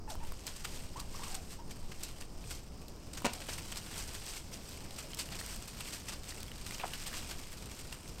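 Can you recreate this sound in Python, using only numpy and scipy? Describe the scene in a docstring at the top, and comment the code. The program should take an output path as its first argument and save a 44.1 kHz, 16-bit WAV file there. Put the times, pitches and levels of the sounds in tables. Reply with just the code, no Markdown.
"""Wild turkeys feed on corn among dry leaves on a woodland floor, heard almost in mono.
Over a low rumble and early gusts of breeze, feet shuffle, crunch and rake through the litter.
Soft whistled clucks bunch in the first two seconds; beaks knock on kernels and twigs, leaf stalks snap.
At 3.2 s one bird flicks a wing, stiff feathers slapping past one another, and the feet grow busier.
The loudest cluck comes at 6.8 s, and the rustling carries on to the end."""
import sys
import numpy as np
from scipy import signal
from scipy.fft import rfft, irfft
from scipy.io import wavfile

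SR = 44100
rng = np.random.default_rng(int(sys.argv[2]) if len(sys.argv) > 2 else 0)


def to_wav(sig):
    """Store sig (one row per channel, or 1-D mono) as 16-bit WAV at the path in sys.argv[1].

    Samples outside -1..1 are clipped; the rate is SR.
    """
    pcm = np.clip(np.atleast_2d(sig), -1, 1) * 32767
    pcm = np.round(pcm).astype(np.int16)
    wavfile.write(sys.argv[1], SR, pcm.T)  # frames by channels


N = 361619

# how busy the flock's feet are: (time [s], rustle level [dB])
FLOCK_ACTIVITY = [(0, -71), (0.25, -55), (1.3, -59), (1.63, -62), (2.05, -51.5), (2.3, -61.5), (3.0, -61),
                  (3.35, -51), (3.68, -51), (3.87, -49), (4.47, -57), (4.9, -54.5), (5.45, -50),
                  (6.0, -53.5), (6.22, -54.5), (6.85, -50.5), (7.01, -52.5), (7.2, -46.5), (7.45, -52),
                  (8.2, -54.5)]
# tone colour of a hard little snap: (frequency [Hz], relative level [dB])
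SNAP_SPECTRUM = [(300, -17), (1000, -12), (2500, -8), (5000, 0), (6800, -2), (8400, 1), (10300, -7),
                 (13500, -4), (16000, -13)]


def gain_of(db):
    """Decibels to amplitude."""
    return 10 ** (np.asarray(db) / 20)


def unit_rms(x):
    """Scales to an rms of one."""
    return x / np.sqrt(np.mean(x ** 2) + 1e-20)


def eq_gain(spectrum, hz):
    """Gain of a (Hz, dB) spectrum, read on a log-frequency axis."""
    f, db = np.transpose(spectrum)
    return gain_of(np.interp(np.log(hz + 1), np.log(f + 1), db))


def curve(rows):
    """A (time, value) control curve at every sample."""
    return np.interp(np.arange(N) / SR, *np.transpose(rows))


def add(mix, s, sound):
    """Mixes a sound in at s seconds."""
    part = mix[max(round(s * SR), 0):][:len(sound)]
    part += sound[:len(part)]


def wander(hz):
    """Random drift of rms one, rolling off above the given rate."""
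    f = np.fft.rfftfreq(N, 1 / SR)
    return unit_rms(irfft(rfft(rng.standard_normal(N)) / (1 + (f / hz) ** 4), N))


def noise(spectrum):
    """Steady noise with the given spectrum."""
    gain = eq_gain(spectrum, np.fft.rfftfreq(N, 1 / SR))
    return unit_rms(irfft(rfft(rng.standard_normal(N)) * gain, N))


def click(spectrum, size=2048):
    """A minimum-phase click of energy one with the given spectrum."""
    log_gain = np.log(eq_gain(spectrum, abs(np.fft.fftfreq(size, 1 / SR))))
    pulse = np.fft.ifft(np.exp(np.conj(signal.hilbert(log_gain)))).real[:size // 2]
    return pulse / np.linalg.norm(pulse)


def woodland_air(hush_db=-48.5, swell_db=1.1, breeze_trim_db=-2):
    """A bed of distant rumble and hush, with a soft breeze buffeting the microphone."""
    # still air: (frequency [Hz], relative level [dB])
    hush_spectrum = [(15, -3.5), (55, -2.5), (110, -8.5), (200, -12), (320, -16), (600, -21.5), (1100, -27),
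                     (1600, -37), (3500, -53.5), (5000, -30.5), (10000, -54.5), (16000, -50)]
    # breeze, gusty at first, with one late puff: (time [s], relative level [dB])
    gusts = [(0, -51.5), (0.2, -30.5), (0.45, -47), (1.2, -35.5), (1.55, -45), (1.9, -39.5), (2.4, -48.5),
             (6.3, -57.5), (6.85, -44.5), (8.2, -58.5)]
    breeze = noise([(3, -5.5), (10, 3.5), (20, 0.5), (40, -19), (70, -18), (130, -27), (2000, -71)])
    hush = gain_of(hush_db + swell_db * wander(5.7)) * noise(hush_spectrum)
    return hush + gain_of(curve(gusts) + breeze_trim_db) * breeze


def capsule_hiss(level_db=-82):
    """Faint self-noise of the two microphone capsules."""
    # colour of the hiss: (frequency [Hz], relative level [dB])
    hiss_spectrum = [(100, 9), (500, 24), (2500, -11.5), (16000, 6)]
    return gain_of(level_db) * noise(hiss_spectrum)


def leaf_crackle(per_s, spread_db, clump_db, ring_share, hold_s=.004, count=16):
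    """Tiny fractures in clumps: one leaf gives way, ringing at its own pitch, then another."""
    # dry leaves breaking: (frequency [Hz], relative level [dB])
    leaf_spectrum = [(150, -12), (500, -5.5), (1000, -3), (1800, -4.5), (2850, -1.5), (3700, -4.5),
                     (4900, -1.5), (6700, -5.5), (8400, -1.5), (10400, -14), (13400, -10), (16000, -26)]
    size = rng.standard_normal(N)
    size *= gain_of(spread_db * np.minimum(rng.exponential(1, N), 4) + clump_db * wander(90))
    fractures = size * (rng.random(N) < per_s / SR)
    leaf_order = rng.integers(0, count, N)
    next_leaf = rng.random(N) < 1 / (hold_s * SR)
    leaf = leaf_order[np.cumsum(next_leaf) % N]
    t, out = np.arange(200) / SR, np.zeros(N)
    for k, hz in enumerate(np.geomspace(1500, 11000, count) * rng.uniform(0.87, 1.0, count)):
        grain = np.exp(-t * hz / 1.8) * np.cos(2 * np.pi * hz * t)
        grain *= ring_share * np.sqrt(hz / 5000) / np.linalg.norm(grain)
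        grain[0] += .5  # the crack ahead of the ring
        out += np.convolve(fractures * (leaf == k), grain)[:N]
    return unit_rms(signal.oaconvolve(out, click(leaf_spectrum))[:N])


def flock_shuffle(nudges_per_s=50, nudge_s=0.0089, steady_share=0.56, thud_db=-9, snap_db=-14):
    """Many feet stir the litter: a steady sift, small nudges, dry snaps and soft thuds on the soil."""
    kicks = np.minimum(rng.exponential(1, N), 2) * (rng.random(N) < nudges_per_s / SR)
    nudges = signal.lfilter([1], [1, -np.exp(-1 / (nudge_s * SR))], kicks)
    stir = np.sqrt(steady_share + (1 - steady_share) * nudges / nudges.mean())
    leaves = leaf_crackle(per_s=7000, spread_db=1.0, clump_db=-0.37, ring_share=0.13)
    snaps = unit_rms(signal.oaconvolve(np.sqrt(kicks), click(SNAP_SPECTRUM))[:N])  # one per nudge
    soil = noise([(25, -15), (70, 4.5), (190, -2), (400, -8.5), (2000, -47)])
    rustle = stir * (leaves + gain_of(thud_db) * soil) + gain_of(snap_db) * snaps
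    return gain_of(curve(FLOCK_ACTIVITY)) * rustle


def clucks(trim_db=-1.5, arch_octaves=0.1384, shake_depth=0.087, bite_db=20, send_cap_db=-49):
    """Short whistled notes that arch in pitch; rough ones shake, rasp and grow overtones."""
    # calls: (time [s], length [s], relative level [dB], start pitch [Hz], end pitch [Hz], roughness [0-1])
    calls = [(0.071, 0.071, -49, 922, 550, 0.42), (0.198, 0.049, -51.5, 852, 850, 0.4),
             (0.956, 0.042, -47, 850, 1190, 0.26), (.996, .024, -52, 1126, 820, 0.55),
             (1.144, 0.013, -48.5, 873, 1200, 0), (1.191, 0.035, -52.5, 923, 780, 0.5),
             (1.214, 0.037, -50.5, 860, 1200, 0.26), (1.261, 0.04, -53, 1065, 760, 0.5),
             (1.298, .115, -54.5, 784, 640, 0.51), (1.586, 0.033, -52, 858, 860, 0.22),
             (3.332, .12, -55.5, 840, 450, 0.49), (5.039, 0.023, -53.5, 625, 430, 0.13),
             (6.834, 0.0128, -33.5, 1180, 520, 0.52), (6.849, 0.013, -41.5, 1002, 550, 0.68)]
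    out, send = np.zeros(N), np.zeros(N)
    shake, flutter, rasp = wander(166), wander(130), wander(680)
    for s, length, db, start_hz, end_hz, rough in calls:
        progress = np.linspace(0, 1, int(length * SR))
        at = int(s * SR) + np.arange(len(progress))
        hz = start_hz * (end_hz / start_hz) ** progress * 2 ** (arch_octaves * np.sin(np.pi * progress))
        phase = 2 * np.pi * np.cumsum(hz * (1 + shake_depth * rough * shake[at])) / SR
        overtones = gain_of(-24) * np.sin(2 * phase) + gain_of(-26) * np.sin(3 * phase)
        note = np.sin(phase) + gain_of(bite_db * rough) * overtones
        swell = signal.windows.tukey(len(at), .35) * np.exp(rough * flutter[at] - .5 * progress)
        call = gain_of(trim_db) * unit_rms(note * swell * (1 + rough * rasp[at]))
        add(out, s, gain_of(db) * call)
        add(send, s, gain_of(min(db, send_cap_db)) * call)  # loud calls are near, and so drier
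    return out + trunk_echo(send, wet_db=-5, t60=.26)


def footwork(step_rise_share=0.2, scratch_rise_share=0.58, scratch_body_db=-2.5, crossover_hz=3600):
    """Pressure builds fast in a footfall, slowly in a scratch; weight crushes the duller leaves below."""
    # crunching steps: (time of peak [s], level [dB], length [s], gain below the crossover [dB])
    footfalls = [(0.102, -42, 0.034, -4.5), (0.473, -42.5, 0.038, 1), (0.563, -45, 0.022, -3.5),
                 (0.648, -36.5, 0.013, 1.5), (0.997, -40.5, .018, -4), (1.238, -41, 0.012, 2),
                 (1.35, -34.5, 0.0052, -3.5), (1.711, -44, 0.015, -2.5), (1.918, -42.5, 0.0052, 6),
                 (2.036, -37.5, 0.02, -8), (2.209, -42.5, 0.012, 1), (2.509, -36, 0.011, -4.5),
                 (3.135, -40, 0.007, -4), (3.175, -41.5, 0.018, 2), (3.335, -37.5, 0.0076, -7),
                 (3.419, -47.5, 0.015, 7), (3.489, -45, 0.027, 4), (3.584, -42.5, .008, 3),
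                 (3.721, -40.5, 0.014, 1.5), (3.771, -39, 0.018, -1.5), (4.987, -41.5, 0.022, 2),
                 (5.194, -34.5, 0.027, -3), (5.321, -47, 0.022, 9.5), (5.398, -42, 0.023, -7),
                 (5.807, -40.5, 0.014, 1.5), (5.934, -39.5, 0.05, -3.5), (6.086, -39, 0.028, -0.5),
                 (6.125, -43, 0.028, 3.5), (6.666, -35.5, 0.0091, -2.5), (6.803, -56, 0.034, 16),
                 (6.865, -44.5, .025, 0.5), (6.94, -43, 0.036, 1.5), (7.067, -38.5, 0.029, -0.5),
                 (7.141, -44, 0.032, 7.5), (7.312, -42.5, 0.025, 3.5), (7.926, -45.5, 0.018, 3)]
    # a foot rakes through the leaves: (time of peak [s], level [dB], length [s])
    scratches = [(0.756, -48, 0.19), (1.165, -47.5, 0.07), (1.308, -46.5, 0.24), (1.531, -47, 0.053),
                 (2.53, -47, 0.12), (3.538, -42, 0.058), (3.996, -41.5, 0.11), (4.153, -43, 0.058),
                 (4.305, -44, 0.15), (4.372, -43, 0.054), (4.543, -44.5, 0.033), (4.72, -50, 0.17),
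                 (5.516, -43.5, 0.11), (5.882, -42.5, 0.053), (6.3, -43, 0.044), (6.746, -43, 0.044)]
    strokes = [(*row, step_rise_share) for row in footfalls]
    strokes += [(*row, scratch_body_db, scratch_rise_share) for row in scratches]
    t, top_power, body_power = np.arange(N) / SR, np.zeros(N), np.zeros(N)
    for s, db, length, body_db, rise_share in strokes:
        rise, fall = length * rise_share, length * (1 - rise_share)
        span = slice(max(int((s - 5 * rise) * SR), 0), int((s + 5 * fall) * SR))
        pressure = gain_of(db) * np.exp(-np.maximum((s - t[span]) / rise, (t[span] - s) / fall))
        top_power[span] += pressure ** 2
        body_power[span] += (pressure * gain_of(body_db)) ** 2
    leaves = leaf_crackle(per_s=10000, spread_db=1.7, clump_db=0.85, ring_share=0.15)
    body = signal.sosfiltfilt(signal.butter(2, crossover_hz, fs=SR, output="sos"), leaves)
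    return (leaves - body) * np.sqrt(top_power) + body * np.sqrt(body_power)


def knock(peak_db, hz, t60, contact_db=-1, contact_s=0.00052):
    """A beak's hard contact and the brief ring of what it strikes."""
    # ring of a struck twig: (multiple of its pitch [ratio], relative level [dB])
    twig_modes = [(.7, -8), (1, 3), (1.3, -8)]
    t = np.arange(1500) / SR
    tone = sum(gain_of(db - 60 * t * np.sqrt(ratio) / t60) * np.sin(2 * np.pi * hz * ratio * t)
               for ratio, db in twig_modes)
    tone += gain_of(contact_db) * rng.standard_normal(len(t)) * np.exp(-t / contact_s)
    return gain_of(peak_db) * tone / abs(tone).max()


def beak_pecks(stray_count=70, stray_boost_db=12):
    """The near birds' pecks, and fainter stray ones whose level follows the flock's rustle."""
    # beaks on kernels and twigs: (time [s], peak level [dB], pitch [Hz])
    near_pecks = [(.154, -30.5, 960), (.2502, -40.5, 3020), (0.321, -33, 1050), (.6497, -26, 1330),
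                  (1.0018, -43, 990), (2.2234, -34.5, 2740), (2.4408, -39, 2500), (3.221, -30, 1000),
                  (3.4893, -28, 644), (3.583, -32.5, 2170), (3.7242, -28, 3100), (4.776, -36.5, 2400),
                  (5.134, -28.5, 3150), (5.289, -33, 2860), (5.3476, -33, 2420), (5.4128, -29.5, 1880),
                  (6.3228, -33, 1900), (6.482, -32.5, 3280), (6.5169, -31, 2940), (6.709, -30, 2070),
                  (6.7227, -31, 2430), (6.7523, -32, 3050), (6.799, -29, 2550), (6.815, -34, 2530),
                  (6.9355, -27, 2900), (7.116, -35, 1600), (7.1303, -29.5, 1800), (7.927, -30, 2770)]
    out, rustle_db = np.zeros(N), curve(FLOCK_ACTIVITY)
    for s, db, hz in near_pecks:
        add(out, s, knock(db, hz, t60=.012))
    for when, pitch, size in rng.random((stray_count, 3)):
        at = int(when * N)
        stray = knock(rustle_db[at] + stray_boost_db, hz=2000 * 4 ** pitch, t60=.004)
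        add(out, at / SR, (.5 + size) * stray)
    return out


def stalk_snaps(trim_db=-1, colour_spread_db=1.8, spray_gain=.2, spray_s=0.0016, lag_s=0.00064):
    """Leaf stalks break, each with its own bright colour and a very short spray of fragments."""
    # breaking stalks: (time [s], relative peak level [dB])
    breaks = [(0.3216, -31), (0.4673, -20), (1.001, -28), (1.3444, -24), (2.034, -27), (2.5106, -41),
              (2.8824, -33), (3.3363, -27), (3.774, -27), (4.2645, -27.5), (4.691, -31), (5.1462, -25),
              (5.189, -26), (5.4626, -25), (5.561, -29), (5.68, -30), (5.808, -26), (6.0887, -34),
              (6.402, -35), (6.4303, -24), (6.518, -42), (6.709, -30), (7.527, -38), (7.6577, -33),
              (7.9265, -29)]
    out, t = np.zeros(N), np.arange(500) / SR
    for s, db in breaks:
        colour = [(hz, level + colour_spread_db * rng.standard_normal()) for hz, level in SNAP_SPECTRUM]
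        spray = spray_gain * rng.standard_normal(len(t)) * np.exp(-t / spray_s)
        spray[0] = 1  # the break itself
        snap = np.convolve(spray, click(colour))
        add(out, s + lag_s, gain_of(db + trim_db) * snap / abs(snap).max())
    return out


def wing_flick(puff_trim_db=-7, puff_s=0.0034, swirl=0.14):
    """Stiff feathers crack past one another in a quick run; each pushes a swirling puff of air."""
    # feather slaps: (time [s], peak level of the crack [dB], relative level of the puff [dB])
    slaps = [(3.246, -30, -30.5), (3.25, -19.5, -26), (3.2552, -16.5, -27.5), (3.259, -16, -46),
             (3.2645, -29, -25.5), (3.268, -21, -38)]
    # air pushed by the wing: (frequency [Hz], relative level [dB])
    puff_spectrum = [(70, -12), (230, 3), (400, -2), (650, -1), (950, 0.5), (1300, -11), (2500, -8.5),
                     (8000, -29.5)]
    out, t = np.zeros(N), np.arange(700) / SR
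    crack = click([(100, -25), (1000, -5.5), (8500, -1), (10500, -18), (16000, -31)])
    for s, crack_db, puff_db in slaps:
        gust = swirl * rng.standard_normal(len(t)) * np.exp(-t / puff_s)
        gust[0] = rng.choice([-1, 1])
        puff = np.convolve(gust, click(puff_spectrum))[:len(t)]
        add(out, s, gain_of(puff_db + puff_trim_db) * unit_rms(puff))
        add(out, s, gain_of(crack_db) * crack / abs(crack).max())
    return out


def trunk_echo(x, wet_db, t60, echoes_per_s=1500, predelay_s=.008, band_hz=(270, 6500)):
    """Trunks scatter a thin, dull echo; returns the wet signal alone."""
    t = np.arange(SR) / SR
    taps = rng.standard_normal(SR) * (rng.random(SR) < echoes_per_s / SR)
    taps *= (t > predelay_s) * gain_of(-60 * t / t60)
    tail = signal.sosfilt(signal.butter(2, band_hz, "band", fs=SR, output="sos"), taps)
    tail *= .5 / np.linalg.norm(tail)
    return gain_of(wet_db) * signal.oaconvolve(x, tail)[:N]


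def scene():
    """The flock sits dead centre; only the capsule hiss differs between the channels."""
    litter = flock_shuffle() + footwork() + stalk_snaps() + beak_pecks()
    litter += trunk_echo(litter, wet_db=-17, t60=0.27)
    wing = wing_flick()
    wing += trunk_echo(wing, wet_db=-5.5, t60=0.18)
    mid = litter + clucks() + wing + woodland_air()
    side = capsule_hiss()
    return np.array([mid + side, mid - side])


def record(dry):
    """A steep low-pass at 15.9 kHz takes off the very top."""
    low_pass = signal.firwin(511, 15900, window=("kaiser", 9), fs=SR)
    return signal.oaconvolve(dry, low_pass[None], "same")


dry = scene()
out = record(dry)
to_wav(out)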